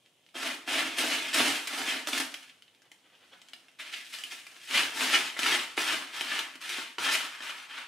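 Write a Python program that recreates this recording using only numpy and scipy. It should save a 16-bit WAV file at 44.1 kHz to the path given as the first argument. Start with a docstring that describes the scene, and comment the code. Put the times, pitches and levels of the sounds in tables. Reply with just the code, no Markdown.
"""Cat digging in crystal litter.

A cat digs in a plastic tray in a small tiled room, pauses to sniff and nudge, then digs at the far end.
Strokes are dense random collisions; pressure drives the tray's low modes, crushing adds bright treble.
Paw landings and single snaps are fading grain showers, sniffs are shaped noise; hard walls add a short tail.
"""
import sys
import numpy as np
from scipy import signal
from scipy.fft import rfft, irfft, next_fast_len
from scipy.io import wavfile

SR = 44100
rng = np.random.default_rng(int(sys.argv[2]) if len(sys.argv) > 2 else 0)


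def int16_out(signal):
    """Quantize to a 16-bit WAV file."""
    q = np.round(np.clip(np.atleast_2d(signal).T, -1, 1) * 32767)
    wavfile.write(sys.argv[1], SR, q.astype(np.int16))


N = 347067
T = np.arange(N) / SR

# All source levels are before the output gain in scene().
# Still room air. Each row: frequency in Hz, relative density in dB per Hz.
AIR_COLOUR = [(30, -27), (60, -40), (100, 0), (300, 1), (580, -0.5), (1140, -7), (1650, -31), (3070, 1),
              (4300, -11.5), (9600, -12), (15000, -23)]
AIR_DB = -69.5
# Room decay. Each row: frequency in Hz, t60 in seconds.
ROOM_T60 = [(150, 0.51), (1000, 0.51), (3000, 0.3), (8000, 0.38), (15000, 0.31)]
# Difference between the two ports. Each row: frequency in Hz, side minus mid in dB.
PORT_WIDTH = [(30, 10), (100, -12), (260, -15.5), (550, -10), (1100, -4), (2400, -5.5), (5000, -3.5),
              (9000, -7), (13000, 0.5)]
# Sniffs. 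Each row: centre in seconds, level in dB, Gaussian half length in seconds.
SNIFFS = [(2.862, -64, 0.016), (3.058, -64, 0.023), (3.14, -61, 0.019), (3.233, -58.5, 0.016),
          (3.336, -52, 0.013)]
# Air drawn through the small nose. Each row: frequency in Hz, relative level in dB.
NOSE_COLOUR = [(100, -24), (350, -1), (900, -2.5), (1600, 1), (2300, -4), (3000, 3), (4200, -8),
               (7000, -19), (15000, -30)]
# One collision in the bed. Each row: frequency in Hz, relative level in dB.
LITTER_COLOUR = [(40, -56), (100, -23.5), (195, -20), (260, -8), (480, -13.5), (900, -7.5), (1600, 0),
                 (3100, 2.5), (4300, -5), (7000, -12), (9500, -13), (12000, -19.5), (15500, -27.5)]
# Tray walls and the crystals on them. Each row: resonance in Hz, width in Hz, lift in dB.
WALL_MODES = [(355.5, 65, 5.5), (443, 22, 6.5), (913, 27, 6), (1165, 37, 1.5), (1154, 17, 0.5),
              (1301, 35, 3), (1510, 30, -2.5), (1745, 130, 2), (2220, 58, 0.5), (2475, 90, 2),
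              (2660, 85, -1), (2920, 41, 1.5)]
# Tray floor. Each row: resonance in Hz, width in Hz, lift in dB at a drum share of 1.
DRUM_MODES = [(261.4, 67, 10), (314, 15.5, 11.5), (666, 224, 9.5)]
# Single crystals snap or drop. Each row: start in seconds, level in dB, bright crunch in relative dB,
# tray drive in relative dB, ring in Hz.
SNAPS = [(0.0568, -59, -4, -16, 3000), (0.2882, -47, 1, -8, 3000), (2.496, -43, -9, -9, 2530),
         (2.6222, -46, 5.5, -26, 3100), (2.6796, -48, -7, -23, 3030), (2.819, -51.5, 5.5, 3, 1630),
         (2.9164, -44, 8, 1, 3100), (3.1522, -51, 1, -1, 2900), (3.417, -43, 4, -7, 3020),
         (3.486, -42.5, 2, -14, 3120), (3.5336, -35, 5, -9, 2800), (3.6838, -47, 1, -10, 2670),
         (4.1865, -32.5, 7, -8, 2920), (4.2369, -29, 4, -29, 2930), (4.4672, -37, 6, -2, 2360),
         (5.3664, -30.5, -21, 10.5, 1990), (5.4319, -18.5, 1, 4.5, 2620), (6.2098, -21, 4, 1.5, 3130),
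         (6.316, -21, -23, -19, 1700), (6.391, -19, 0, -18, 3000), (6.555, -39, 5.5, 5, 3080),
         (6.693, -27, 6, -31, 3870), (7.0904, -17, -1, 1, 1720), (7.4048, -31, -3, 5.5, 1820)]
# The paw lands or bears down. Each row: start in seconds, level in dB, bright crunch in relative dB,
# tray drive in relative dB.
PAWS = [(0.354, -40, -12, 13.5), (0.6775, -36.5, -19, 13), (0.9848, -26.5, 10.5, -11),
        (1.039, -29, -11, 12), (1.344, -29, 14.5, 6.5), (1.4026, -21.5, -8, 12.5), (1.6726, -25.5, 5, -19),
        (2.0721, -28, 9.5, 3), (2.0852, -30, 11, 7.5), (2.1317, -22, 0, -22), (2.177, -22, 5.5, -11),
        (2.2006, -24.5, 7, 5), (2.3408, -31, 2.5, -11), (3.9378, -24, -8, -38), (5.3907, -25, 6, 0),
        (5.7765, -20.5, -23, 5), (6.614, -40, 7, -16), (6.785, -37.5, -8, 13.5), (6.9833, -24, -6, 5.5)]
# Paw drags, and one faint long nudge of the nose in the pause. Each row: start in seconds,
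# sinking-in in seconds, drag length in seconds, peak in dB, swell from first touch in dB,
# settling in dB per second, bright crunch in dB, push on the tray in dB, scrape on the tray floor in dB.
STROKES = [(0.349, 0.0097, 0.12, -35, 9, 136, 2, -0.5, 1), (0.681, 0.02, 0.11, -29, 9.5, 88, 0.5, 0, -2),
           (0.981, 0.018, .03, -31, 2.5, 95, 5.5, 2, 1), (1.077, 0.015, 0.11, -31, 0.5, 85, 0.5, -4, -4),
           (1.343, 0.018, 0.049, -24.5, 3, 77.5, 4, -0.5, -1),
           (1.678, 0.023, 0.12, -34.5, 11, 122, 4, 1.5, 2.5),
           (1.859, 0.047, 0.061, -33, 4.5, 109, 1, -0.5, -2.5),
           (2.067, .005, 0.13, -35.5, 12.5, 148, 5.5, 1, 1),
           (2.355, 0.0036, 0.027, -51.5, 1, 85, 3.5, -23, -2), (2.94, .04, 0.62, -66, 11, 30, 4, 0, 2.5),
           (3.801, 0.017, .012, -41, -1.5, 89, -0.5, -10.5, -4),
           (3.918, .006, 0.016, -38.5, 9, 132, 1.5, -9.5, -8),
           (4.047, .004, 0.011, -51.5, -2, 72, 9, -7, -9), (4.128, .01, 0.016, -43, 3.5, 170, 4.5, -15, -4),
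           (4.19, 0.012, 0.097, -50, 5, 73, 6, -3, -2), (4.304, 0.0091, 0.017, -40.5, 6, 151, 5, -8, -4),
           (4.476, 0.018, .03, -54, 10, 50, 6, -1, 0), (4.655, 0.081, .04, -47.5, 4, 100, 4.5, -9, -9),
           (4.7, 0.024, 0.076, -25, 14, 151, 0.5, -3, -1.5), (4.948, 0.053, 0.08, -29, 12.5, 81, 4.5, 2, 2),
           (5.099, 0.022, 0.036, -22.5, 10.5, 132, 0.5, -3.5, -2),
           (5.371, .005, 0.15, -26.5, 15.5, 114.5, 1, -2, -0.5),
           (5.769, 0.0087, 0.023, -32.5, 10, 110, 6, -2, 4.5), (5.87, .03, 0.075, -31, 2, 122, 0, -1, 0.5),
           (6.163, 0.059, 0.21, -36, 4, 105, -0.5, -3, 1.5),
           (6.613, 0.01, 0.16, -35.5, 7.5, 124, 1, -7.5, -1), (6.994, 0.005, .008, -38, 2.5, 93, 4, 4, 5),
           (7.04, .02, 0.029, -29.5, 1.5, 63, 0, -3.5, 3), (7.119, 0.034, 0.038, -28, 2, 280, 5, -3.5, -1),
           (7.427, 0.02, 0.074, -40.5, -0.5, 104, 1, -5.5, 4.5),
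           (7.68, 0.061, 0.12, -41.5, 8, 176, -4.5, -8, 2)]
# Fine crumbs shifting between strokes: level in dB, bright crunch in dB, push on the tray in dB,
# scrape on the tray floor in dB.
CRUMBS = (-75, -4, -4.5, -4)

CRUNCH_FADE_DB = 2.5  # crystals crush most at first touch, less as they start to flow
EARLY_SCRAPE_DB = 0.5  # extra scrape at first touch, gone by the end of the drag
LEAN_DB = 0.5  # the cat leans harder on the tray as it drags
LIFT_AFTER_S, UNLOAD_DB_PER_S = 0.095, 33  # after the drag the cat lifts and its weight leaves the tray
SURGE_DB, SURGE_PER_S = 1.5, 28  # the crystals give way in clumps
TOP_HZ = 15600


def undb(db):
    """Decibels to gain."""
    return 10 ** (np.asarray(db) / 20)


def along(points, hz):
    """Read (Hz, value) points on a log-frequency axis."""
    f, value = np.transpose(points)
    return np.interp(np.log(hz + 1e-3), np.log(f), value)


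def shape(x, gain):
    """Filter by a gain that is a function of frequency."""
    size = next_fast_len(2 * x.shape[-1])
    spectrum = rfft(x, size) * gain(np.fft.rfftfreq(size, 1 / SR))
    return irfft(spectrum, size)[..., :x.shape[-1]]


def one_band(x, centres_hz, centre_hz):
    """Keep one band that crossfades linearly in log frequency into its neighbours."""
    slope = [(f, float(f == centre_hz)) for f in centres_hz]
    return shape(x, lambda hz: along(slope, hz))


def ports(mid, side):
    """Diffuse sound at two close microphone ports; their difference varies with frequency."""
    side = shape(side, lambda hz: undb(along(PORT_WIDTH, hz)))
    return np.array([mid + side, mid - side])


def air():
    """Faint steady room noise."""
    noise = ports(*rng.standard_normal((2, N)))
    x = shape(noise, lambda hz: undb(along(AIR_COLOUR, hz)))
    return x * undb(AIR_DB) / x.std()


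def room(early_db=-5, early_s=0.011, tail_db=-5.5, shadow_hz=7500):
    """Direct sound dulled by the tray's rim, quick reflections from tray and floor, then the room tail."""
    t = T[:SR // 2]
    noise = rng.standard_normal((2, len(t)))
    centres_hz = [f for f, _ in ROOM_T60]
    tail = 0
    for f, t60_s in ROOM_T60:
        decay = np.exp(-np.log(1000) * t / t60_s) * (t > .006)
        tail = tail + one_band(noise, centres_hz, f) * decay
    early = rng.standard_normal((2, len(t))) * np.exp(-t / early_s) * (t > .0007)
    early *= undb(early_db) / np.linalg.norm(early[0])
    tail *= undb(tail_db) / np.linalg.norm(tail[0])
    direct = np.exp(-2 * np.pi * shadow_hz * t)
    return direct / direct.sum() + ports(*(early + tail))


def wander(dry, count=7, moves_per_s=23):
    """The sounding spot cycles about the tray; each spot has its own pattern of reflections."""
    place = np.floor(T * moves_per_s) % count
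    wet = 0
    for spot in range(count):
        here = dry * (place == spot)
        wet = wet + signal.fftconvolve(here[None], room(), axes=1)[:, :N]
    return wet


def mode_lift_db(modes, hz):
    """Summed resonance peaks in dB."""
    return sum(lift_db / (1 + (2 * (hz - f) / width_hz) ** 2) for f, width_hz, lift_db in modes)


def ring(drum_share, size=8192):
    """Causal response of the litter bed and tray to one collision, with unit energy."""
    hz = np.fft.rfftfreq(size, 1 / SR)
    drum_db = drum_share * mode_lift_db(DRUM_MODES, hz)
    response_db = along(LITTER_COLOUR, hz) + drum_db + mode_lift_db(WALL_MODES, hz)
    # minimum phase by folding the cepstrum
    cepstrum = irfft(np.log(undb(response_db)))
    cepstrum[1:size // 2] *= 2
    cepstrum[size // 2 + 1:] = 0
    response = irfft(np.exp(rfft(cepstrum)))
    return response / np.linalg.norm(response)


def grains(rate_per_s, spread_db):
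    """Random impulses, many small and a few large; mean power 1 at any rate."""
    chance = np.clip(rate_per_s / SR, 1e-4, 1)
    size = undb(spread_db * np.minimum(rng.standard_normal(N), 2.5))
    size *= rng.choice([-1, 1], N) / np.sqrt(np.mean(size ** 2))
    return size * (rng.random(N) < chance) / np.sqrt(chance)


def walk(rate_per_s):
    """Smooth chance with a spread near 1."""
    knots = rng.standard_normal(4096)
    return np.interp(T * rate_per_s, np.arange(len(knots)), knots)


def collide(force, crunch_db, push_db, scrape_db, scatter_db):
    """Colour every collision: lows follow the push on the tray, mids the scrape, highs the crushing."""
    # centre in Hz: level in dB
    bands = {260: push_db, 420: push_db, 750: (push_db + scrape_db) / 2, 1150: scrape_db,
             2100: 0, 3300: 0, 5200: .7 * crunch_db, 8500: crunch_db, 13000: 1.15 * crunch_db}
    out = 0
    for centre_hz, db in bands.items():
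        scattered = force * undb(db + scatter_db * rng.standard_normal(N))
        out = out + one_band(scattered, list(bands), centre_hz)
    return out


def bursts(table, decay_s):
    """Each blow is a fading shower of crystals; also returns its colour, held until the next blow."""
    shower, crunch_db, push_db = np.zeros((3, N))
    for s, db, blow_crunch_db, blow_push_db, *_ in sorted(table):
        i = int(s * SR)
        shower[i:] += undb(db) * np.exp(-T[:N - i] / decay_s)
        crunch_db[i:], push_db[i:] = blow_crunch_db, blow_push_db
    return shower * grains(13000, spread_db=3.5), crunch_db, push_db


def sniffs():
    """A quick run of soft puffs through the cat's nose: shaped noise under Gaussian swells."""
    flow = sum(undb(db) * np.exp(-((T - s) / half_s) ** 2 / 2) for s, db, half_s in SNIFFS)
    hiss = shape(rng.standard_normal(N), lambda hz: undb(along(NOSE_COLOUR, hz)))
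    return flow * hiss / hiss.std()


def trickle(rate_per_s=30, level_db=-72, crunch_db=3, push_db=-12, scrape_db=-6):
    """Loose crystals tumble one by one down the dug slopes."""
    force = undb(level_db) * grains(rate_per_s, spread_db=8.5)
    return collide(force, crunch_db, push_db, scrape_db, scatter_db=2.5)


def snaps(rattle_db=-4.0, tick_db=-10, tick_s=0.0028):
    """One crystal gives way with a tick at its own pitch; its neighbours rattle for a few milliseconds."""
    ticks, t = np.zeros(N), T[:SR // 20]
    for s, db, _, _, hz in SNAPS:
        i = int(s * SR)
        tick = np.sin(2 * np.pi * hz * t) * np.exp(-t / tick_s)
        ticks[i:i + len(t)] += undb(db + tick_db) * tick
    force, crunch_db, push_db = bursts(SNAPS, decay_s=0.0032)
    rattle = collide(force, crunch_db, push_db, push_db / 2, scatter_db=4.5)
    return ticks + undb(rattle_db) * rattle


def paws(scrape_share=0.48, knock_db=3):
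    """A landing paw crushes a patch of crystals, knocks on the tray floor and thumps the tray."""
    force, crunch_db, push_db = bursts(PAWS, decay_s=0.005)
    scrape_db = knock_db + scrape_share * push_db
    return collide(force, crunch_db, push_db, scrape_db, scatter_db=3.5)


def strokes():
    """Strokes swell during the drag, then the crystals settle; returns level, crunch, push, scrape in dB."""
    crumbs_db, *colour_db = CRUMBS
    power = np.full(N, undb(crumbs_db) ** 2)
    colour = np.outer(colour_db, power)  # power-weighted, so overlapping strokes average
    for s, sink_s, drag_s, db, swell_db, settle_db_per_s, crunch_db, push_db, scrape_db in STROKES:
        span = slice(int((s - sink_s) * SR), int((s + 1) * SR))
        t = T[span] - s
        contact = np.clip(1 + t / sink_s, 0, 1)
        ahead = np.clip(1 - t / drag_s, 0, 1)  # share of the drag still to come
        after_s = np.maximum(t - drag_s, 0)
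        level_db = db - swell_db * ahead ** 2 - settle_db_per_s * after_s
        stirred = (contact * undb(level_db)) ** 2
        unload_db = UNLOAD_DB_PER_S * np.maximum(after_s - LIFT_AFTER_S, 0)
        power[span] += stirred
        colour[:, span] += stirred * np.array([crunch_db + CRUNCH_FADE_DB * ahead,
                                               push_db - LEAN_DB * ahead - unload_db,
                                               scrape_db + EARLY_SCRAPE_DB * ahead])
    return 10 * np.log10(power), *(colour / power)


def digging(slip_db=1.56, full_rate_per_s=16000, thinning=.33,
            lump_db=-9, lump_rate_per_s=130, lump_dull_db=12):
    """Paw, or once the nose, moves in small slips; stronger strokes stir more, a few big crystals clack dully."""
    level_db, crunch_db, push_db, scrape_db = strokes()
    rate_per_s = full_rate_per_s * undb(thinning * (level_db - level_db.max()))
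    drag = undb(level_db + slip_db * walk(90) + SURGE_DB * walk(SURGE_PER_S))
    fine_force = drag * grains(rate_per_s, spread_db=4)
    fine = collide(fine_force, crunch_db, push_db, scrape_db, scatter_db=3.5)
    lump_force = drag * grains(lump_rate_per_s, spread_db=5.0)
    lumps = collide(lump_force, crunch_db - lump_dull_db, push_db, scrape_db, scatter_db=2.5)
    return fine + undb(lump_db) * lumps


def scene(start_pan_db=0.0, end_pan_db=0.97, gain_db=-2, middle_drum_share=0.99, end_drum_share=0.4):
    """Contacts ring tray and room; the cat works from the middle to the left end, where the floor is stiffer."""
    contacts = wander(digging() + paws() + snaps() + trickle())
    at_end = np.interp(T, [3.6, 4.8], [0, 1])
    middle = signal.fftconvolve(contacts * (1 - at_end), ring(middle_drum_share)[None], axes=1)
    end = signal.fftconvolve(contacts * at_end, ring(end_drum_share)[None], axes=1)
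    nose = signal.fftconvolve(sniffs()[None], room(), axes=1)
    pan_db = start_pan_db + at_end * (end_pan_db - start_pan_db)  # left minus right
    gains = undb(gain_db + np.array([pan_db, -pan_db]) / 2)
    return (middle[:, :N] + end[:, :N] + nose[:, :N]) * gains + air()


def record(dry):
    """A steep elliptic low-pass removes the top of the treble."""
    low_pass = signal.ellip(10, .2, 80, TOP_HZ, fs=SR, output="sos")
    return signal.sosfilt(low_pass, dry)


dry = scene()
out = record(dry)
int16_out(out)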